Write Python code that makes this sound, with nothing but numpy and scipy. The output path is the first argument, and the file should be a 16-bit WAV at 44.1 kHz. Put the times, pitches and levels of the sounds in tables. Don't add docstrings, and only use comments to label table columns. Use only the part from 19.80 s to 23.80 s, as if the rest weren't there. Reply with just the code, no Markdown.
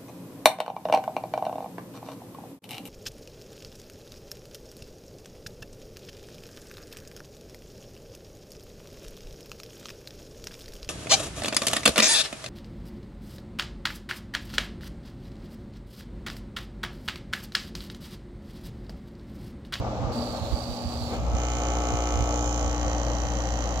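import sys
import numpy as np
from scipy import signal
from scipy.fft import rfft, irfft
from scipy.io import wavfile
from scipy.ndimage import uniform_filter1d, map_coordinates

SR = 44100
rng = np.random.default_rng(int(sys.argv[2]) if len(sys.argv) > 2 else 0)


def to_wav(sig):
    pcm = np.clip(np.atleast_2d(sig), -1, 1) * 32767
    pcm = np.round(pcm).astype(np.int16)
    wavfile.write(sys.argv[1], SR, pcm.T)


N = 176400
T, HZ = np.arange(N) / SR, np.fft.rfftfreq(N, 1 / SR)
MAINS_HZ, TURN_HZ = 60, 59.4

# frequency in Hz, relative density in dB.
RUSH_SPECTRUM = [(170, -4), (210, -2.5), (265, -3), (320, -2.5), (390, -10), (480, -2.5), (560, 1.5),
                 (650, -2), (750, -1), (860, -3), (1000, -11.5), (1170, -7.5), (1400, -17), (1900, -27.5),
                 (2600, -29.5)]
GRILLE_SPECTRUM = [(1000, -3), (2200, 4.5), (4500, 5.5), (6800, 1), (8200, -8.5), (9000, -22), (15000, -19)]
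DRAUGHT_SPECTRUM = [(20, -38), (40, -2.5), (68, 4.5), (95, 0.5), (160, -10.5), (230, -12.5), (400, -39)]
SIZZLE_SPECTRUM = [(1290, -48), (2200, -27), (2720, -14), (3150, -16), (3260, -14), (4700, 1), (4940, -5),
                   (5360, -18), (5820, -8), (6260, -19.5), (7930, -11), (8750, -22), (9890, -19),
                   (13200, -25.5), (15500, -23.5)]
INVERTER_HISS_SPECTRUM = [(7000, -28), (9000, -29), (9700, 9), (13000, 9), (15500, -11)]
CLUNK_SPECTRUM = [(150, 3), (600, 5), (1500, -13), (2600, -7), (5000, -28)]
# time in seconds, gain in dB.
RUSH_LEVEL = [(0, -34.5), (.38, -31.5), (.55, -35), (.8, -36.5), (1.12, -38.5), (1.33, -35), (1.5, -37),
              (1.9, -36.5), (2.5, -36.5), (4, -33.5)]
FAN_HUM_LEVEL = [(0, -38), (.35, -39.5), (.7, -45.5), (1.3, -42), (1.7, -40.5), (2.2, -47), (2.6, -40.5),
                 (4, -42)]
GROWL_LEVEL = [(.3, -54), (.38, -29.5), (.5, -42.5), (.65, -42.5), (.76, -42.5), (1, -38.5), (1.32, -39),
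               (1.42, -26)]
CHIRP_LEVEL = [(.32, -41), (.42, -33), (.53, -40), (.7, -58), (.745, -34.5), (1.0, -35.5), (1.22, -38),
               (1.3, -59)]
INVERTER_HISS_LEVEL = [(1.25, -90), (1.35, -67), (1.5, -70), (1.62, -65), (2.6, -63.5), (3, -66.5),
                       (4, -66.5)]
HUM_LEVEL = [(1.25, -55), (1.39, -29.5), (1.52, -26.5), (1.7, -28.5), (2.9, -28.5), (4, -28)]
BUZZ_LEVEL = [(1.25, -54.5), (1.4, -45), (1.52, -36.5), (1.65, -33.5), (2.1, -29), (2.7, -30), (3.1, -31.5),
              (4, -38)]
KNOCK_LEVEL = [(1.24, -37), (1.34, -10), (1.42, -13.5), (1.51, -10), (1.58, 0), (1.75, 1.5), (2.7, 1.5),
               (3.2, 0), (3.7, 0), (4, -0.5)]
# frequency in Hz, left minus right in dB.
FAN_PAN = [(200, -2), (400, 2.5), (600, 2.5), (850, 1.5), (1150, 5.5), (1600, 5), (2500, -17)]
TREBLE_PAN = [(1300, 5.5), (1900, -1), (2500, -3.5), (3300, -11.5), (4600, -12.5), (6300, -25.5),
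              (8000, -20.5), (12000, -16)]
# frequency in Hz, correlation of left and right.
RUSH_COHERENCE = [(200, 1), (600, 0.88), (1100, 0.73), (2500, 0.25)]
# centre in seconds, half width in seconds, level in dB.
PUFFS = [(.01, 0.01, -24), (0.245, 0.042, -27.5), (0.631, 0.014, -27), (.735, 0.011, -19.5),
         (0.908, 0.017, -30), (1.066, 0.021, -28), (1.217, 0.013, -32.5), (1.427, 0.056, -33.5),
         (1.547, 0.016, -25), (2.139, 0.016, -26), (2.374, 0.029, -27.5), (2.42, 0.011, -26.5),
         (2.866, 0.024, -30.5), (3.07, 0.029, -34)]
# time in seconds, frequency ratio.
SIZZLE_PITCH = [(.32, 0.98), (.5, 0.97), (.66, 0.91), (.75, 1), (1.05, 0.99), (1.2, 0.99), (1.35, .94)]
# time in seconds, turns per second.
ROTOR_SPEED = [(1.3, 61), (1.45, 60.6), (1.53, 58.6), (1.62, 59.8), (1.9, 59.7), (2.2, 59.4), (3, 59.35),
               (3.25, 59.2), (4, 59.35)]
# multiple of the turning rate, relative level in dB.
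ORDERS_FRONT = [(3, -26), (4, -18.5), (5, -7.5), (6, -17.5), (7, -15.5), (8, -14.5), (9, -13.5), (10, -26),
                (11, -16), (12, -10), (13, -17.5), (14, -11), (15, -16.5), (16, -25), (17, -23.5),
                (18, -23.5), (19, -14), (20, -39), (21, -14.5), (22, -17), (23, -21.5)]
ORDERS_SIDE = [(3, -16), (4, -27), (5, -6.5), (6, -32), (7, -27.5), (8, -18), (9, -13), (10, -20.5),
               (11, -17.5), (12, -21), (13, -13.5), (14, -12), (15, -19.5), (16, -22), (17, -22), (18, -22),
               (19, -16.5), (20, -30), (21, -26), (22, -19), (23, -28.5)]
# frequency in Hz, relative density in dB.
CASING_FRONT = [(790, -29), (1350, -1.5), (1380, -20), (1830, -21), (1870, -26), (2020, -14.5), (2470, -17),
                (2610, -20), (3080, -18), (3420, -21.5), (4370, -19), (4580, -31), (5160, -14.5),
                (5600, -30), (5740, -12.5), (5960, -9.5), (6980, -10.5), (9000, -43), (11700, -72),
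                (19800, -120)]
CASING_CLOSE = [(790, -25), (1350, -2.5), (1650, -6.5), (1690, -19), (1830, -11.5), (2800, -17),
                (3080, -4.5), (3420, -11.5), (4370, -17), (4730, -32), (5080, -10), (5630, -9),
                (5910, -3.5), (6870, 0.5), (9000, -36), (11700, -65), (19800, -120)]
CASING_SIDE = [(790, -38), (1350, -19), (1380, -0.5), (1530, -7), (1690, -9), (1900, -7.5), (1990, -12),
               (2140, -10), (2320, -19), (2410, -11.5), (2780, -9), (3130, -6), (3470, -20.5), (3880, -14),
               (5460, -13.5), (5600, -20), (5730, -2.5), (5960, -2), (7150, -7.5), (9000, -38),
               (11700, -65), (19800, -120)]
# frequency in Hz, relative level in dB.
RINGS_FRONT = [(1486, -57), (1604, -61), (1787, -63), (2024, -68), (2083, -65), (2202, -64), (2379, -62),
               (2439, -58), (2498, -68), (2616, -68), (2740, -59), (2972, -55), (3090, -65), (3155, -64),
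               (3208, -66), (3268, -63)]
RINGS_CLOSE = [(2433, -59), (2966, -58), (4274, -63), (5222, -55), (5997, -53), (6115, -52), (6352, -54),
               (6708, -54), (7063, -53), (7359, -63)]
RINGS_SIDE = [(1604, -61), (1841, -59), (1900, -58), (2073, -64), (2907, -62), (3144, -62), (3203, -62),
              (4032, -63), (4570, -65), (4985, -66), (5222, -65), (5755, -58), (6051, -57), (6288, -62)]
# frequency in Hz, lead of the left in radians.
PORT_PHASE = [(0, 0), (600, -.25), (1150, -1), (1900, -1.7), (2400, -2.2), (3190, -4.5), (6600, -9)]


def from_db(db):
    return 10 ** (np.asarray(db) / 20)


def rms_one(x):
    return x / np.sqrt(np.mean(x ** 2) + 1e-20)


def in_time(rows):
    return np.interp(T, *np.transpose(rows))


def at_hz(points, hz=HZ):
    freqs, values = np.transpose(points)
    return np.interp(np.log(hz + 1e-6), np.log(freqs), values)


def colour(points, hz):
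    octaves_outside = np.abs(np.log2((hz + 1e-6) / np.clip(hz, points[0][0], points[-1][0])))
    return from_db(at_hz(points, hz) - 48 * octaves_outside)


def pan(db):
    gains = from_db(np.atleast_1d(db) * np.array([[.5], [-.5]]))
    return gains / np.sqrt(np.mean(gains ** 2, axis=0))


def noise(spectrum, pan_db, coherence):
    mid, side = rfft(rng.standard_normal((2, N)))
    pair = np.sqrt(1 + coherence) * mid + np.sqrt(1 - coherence) * side * [[1], [-1]]
    return rms_one(irfft(pair * colour(spectrum, HZ) * pan(pan_db), N))


def drift(rate_hz):
    return rms_one(irfft(rfft(rng.standard_normal(N)) / (1 + (HZ / rate_hz) ** 2), N))


def swell(centre_s, half_s):
    return np.exp(-.5 * ((T - centre_s) / half_s) ** 2)


def fan(grille_db=-49.5):
    rush = noise(RUSH_SPECTRUM, at_hz(FAN_PAN), at_hz(RUSH_COHERENCE))
    rush *= from_db(in_time(RUSH_LEVEL) + 1.36 * drift(9.1))
    hiss = noise(GRILLE_SPECTRUM, at_hz(TREBLE_PAN), coherence=.041) * from_db(grille_db)
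    hum = np.sqrt(2) * np.sin(4 * np.pi * MAINS_HZ * T)
    return rush + hiss + hum * from_db(in_time(FAN_HUM_LEVEL) + .73 * drift(2))


def draught(level_db=-38.5):
    rumble = noise(DRAUGHT_SPECTRUM, pan_db=0, coherence=.44) * from_db(level_db + 1.9 * drift(21))
    eddies = noise(DRAUGHT_SPECTRUM, pan_db=-17.5, coherence=.66)
    eddies /= np.sqrt(uniform_filter1d(np.mean(eddies ** 2, axis=0), size=1100) + 1e-6)
    return rumble + eddies * sum(from_db(db) * swell(s, half_s) for s, half_s, db in PUFFS)


def inverter_chirps(cycles, pitch_hz=4690, half_s=.0015):
    nearest = np.round(cycles).astype(int)
    size, detune = rng.standard_normal((400, 2))[nearest].T
    offset_s = (cycles - nearest) / MAINS_HZ
    tone = np.sin(2 * np.pi * pitch_hz * (1 + .014 * detune) * offset_s)
    pulses = np.exp(-.5 * (offset_s / half_s) ** 2) * tone
    return pulses * from_db(in_time(CHIRP_LEVEL) + 3 * np.minimum(size, 1)) * pan(-32)


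def inverter_sizzle(cycles, level_db=-44, depth=.16):
    throb = rms_one(1 + depth * np.cos(4 * np.pi * cycles)) * from_db(level_db + drift(41))
    sizzle = noise(SIZZLE_SPECTRUM, at_hz(TREBLE_PAN), coherence=.13)
    read_at = np.cumsum(in_time(SIZZLE_PITCH))
    return throb * np.array([map_coordinates(side, [read_at], order=5, mode="wrap") for side in sizzle])


def stalled_motor(on_s=.313, off_s=1.402, attack_s=.013, release_s=.061):
    gate = np.clip((T - on_s) / attack_s, 0, 1) * np.clip((off_s - T) / release_s, 0, 1)
    cycles = (T - .74) * MAINS_HZ
    inverter = inverter_chirps(cycles) + inverter_sizzle(cycles)
    growl = np.sqrt(2) * np.sin(8 * np.pi * cycles + .34 * drift(10)) * from_db(in_time(GROWL_LEVEL))
    return gate * (inverter + growl)


def inverter_hiss():
    return noise(INVERTER_HISS_SPECTRUM, pan_db=-11.5, coherence=0) * from_db(in_time(INVERTER_HISS_LEVEL))


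def clunk(at_s=1.345, half_s=.036, level_db=-38.5):
    return noise(CLUNK_SPECTRUM, pan_db=2, coherence=.95) * swell(at_s, half_s) * from_db(level_db)


def cabinet_hum(turns, moved, lag_turns=.2008, scatter_cycles=.14):
    fundamental = np.sin(2 * np.pi * turns) * from_db(in_time(HUM_LEVEL)) * pan(3 * moved)
    buzz = 0
    for (order, front_db), (_, side_db) in zip(ORDERS_FRONT, ORDERS_SIDE):
        phase = order * (turns - lag_turns) + scatter_cycles * rng.standard_normal()
        level_db = front_db + moved * (side_db - front_db) + .79 * drift(3.7)
        balance = pan(1.86 * at_hz(FAN_PAN, order * TURN_HZ))
        buzz += np.cos(2 * np.pi * phase) * from_db(level_db) * balance
    return np.sqrt(2) * (fundamental + buzz * from_db(in_time(BUZZ_LEVEL)))


def knock_envelope(turns, attack_turns=.03, decay_turns=.15, tail=.13):
    part = turns % 1
    return rms_one(np.minimum(part / attack_turns, 1) * np.exp(-part / decay_turns) + tail)


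def knocks(turns, burst, casing, rings, level_db, ring_boost_db=4, rattle_share=.1):
    size = burst.shape[1]
    lines = rfft(burst)
    hz = np.arange(lines.shape[1]) * TURN_HZ
    strength = colour(casing, hz)
    strength = strength / np.sqrt(np.sum(strength ** 2)) * from_db(level_db)
    for ring_hz, db in rings:
        order = round(ring_hz / TURN_HZ)
        strength[order] = np.hypot(strength[order], from_db(db + ring_boost_db))
    flattened = lines / np.abs(lines) * rms_one(np.abs(lines) ** .13)
    one_turn = irfft(flattened * strength * pan(at_hz(TREBLE_PAN, hz))) * size / np.sqrt(2)
    periodic = np.array([np.interp(turns % 1, np.arange(size) / size, side) for side in one_turn])
    rattle = noise(casing, at_hz(TREBLE_PAN), coherence=.046) * knock_envelope(turns) * from_db(level_db)
    return np.sqrt(1 - rattle_share) * periodic + np.sqrt(rattle_share) * rattle


def compressor(move_from_s=2.41, move_to_s=3.1, knock_at_s=2.036, turn_samples=4096):
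    turns = np.cumsum(in_time(ROTOR_SPEED)) / SR
    turns = turns - np.interp(knock_at_s, T, turns) + .0004 * drift(8)
    moved = np.clip((T - move_from_s) / (move_to_s - move_from_s), 0, 1)
    leaning = swell(centre_s=2.686, half_s=.12)
    burst = rng.standard_normal(turn_samples) + .5 * rng.standard_normal((2, turn_samples))
    burst *= knock_envelope(np.arange(turn_samples) / turn_samples)
    front = knocks(turns, burst, CASING_FRONT, RINGS_FRONT, level_db=-39)
    close = knocks(turns, burst, CASING_CLOSE, RINGS_CLOSE, level_db=-39)
    side = knocks(turns, burst, CASING_SIDE, RINGS_SIDE, level_db=-40)
    knocking = (1 - leaning) * ((1 - moved) * front + moved * side) + leaning * close
    return clunk() + cabinet_hum(turns, moved) + knocking * from_db(in_time(KNOCK_LEVEL) + .77 * drift(60))


def ports(sound):
    lag = np.exp(1j * np.interp(HZ, *np.transpose(PORT_PHASE)))
    return np.array([irfft(rfft(sound[0]) * lag, N), sound[1]])


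def scene():
    return ports(fan() + stalled_motor() + inverter_hiss() + compressor()) + draught()


def record(dry, low_hz=24, high_hz=15800):
    lean = signal.sosfilt(signal.butter(2, low_hz, "high", fs=SR, output="sos"), dry)
    return signal.sosfilt(signal.ellip(12, .1, 80, high_hz, fs=SR, output="sos"), lean)


dry = scene()
out = record(dry)
to_wav(out)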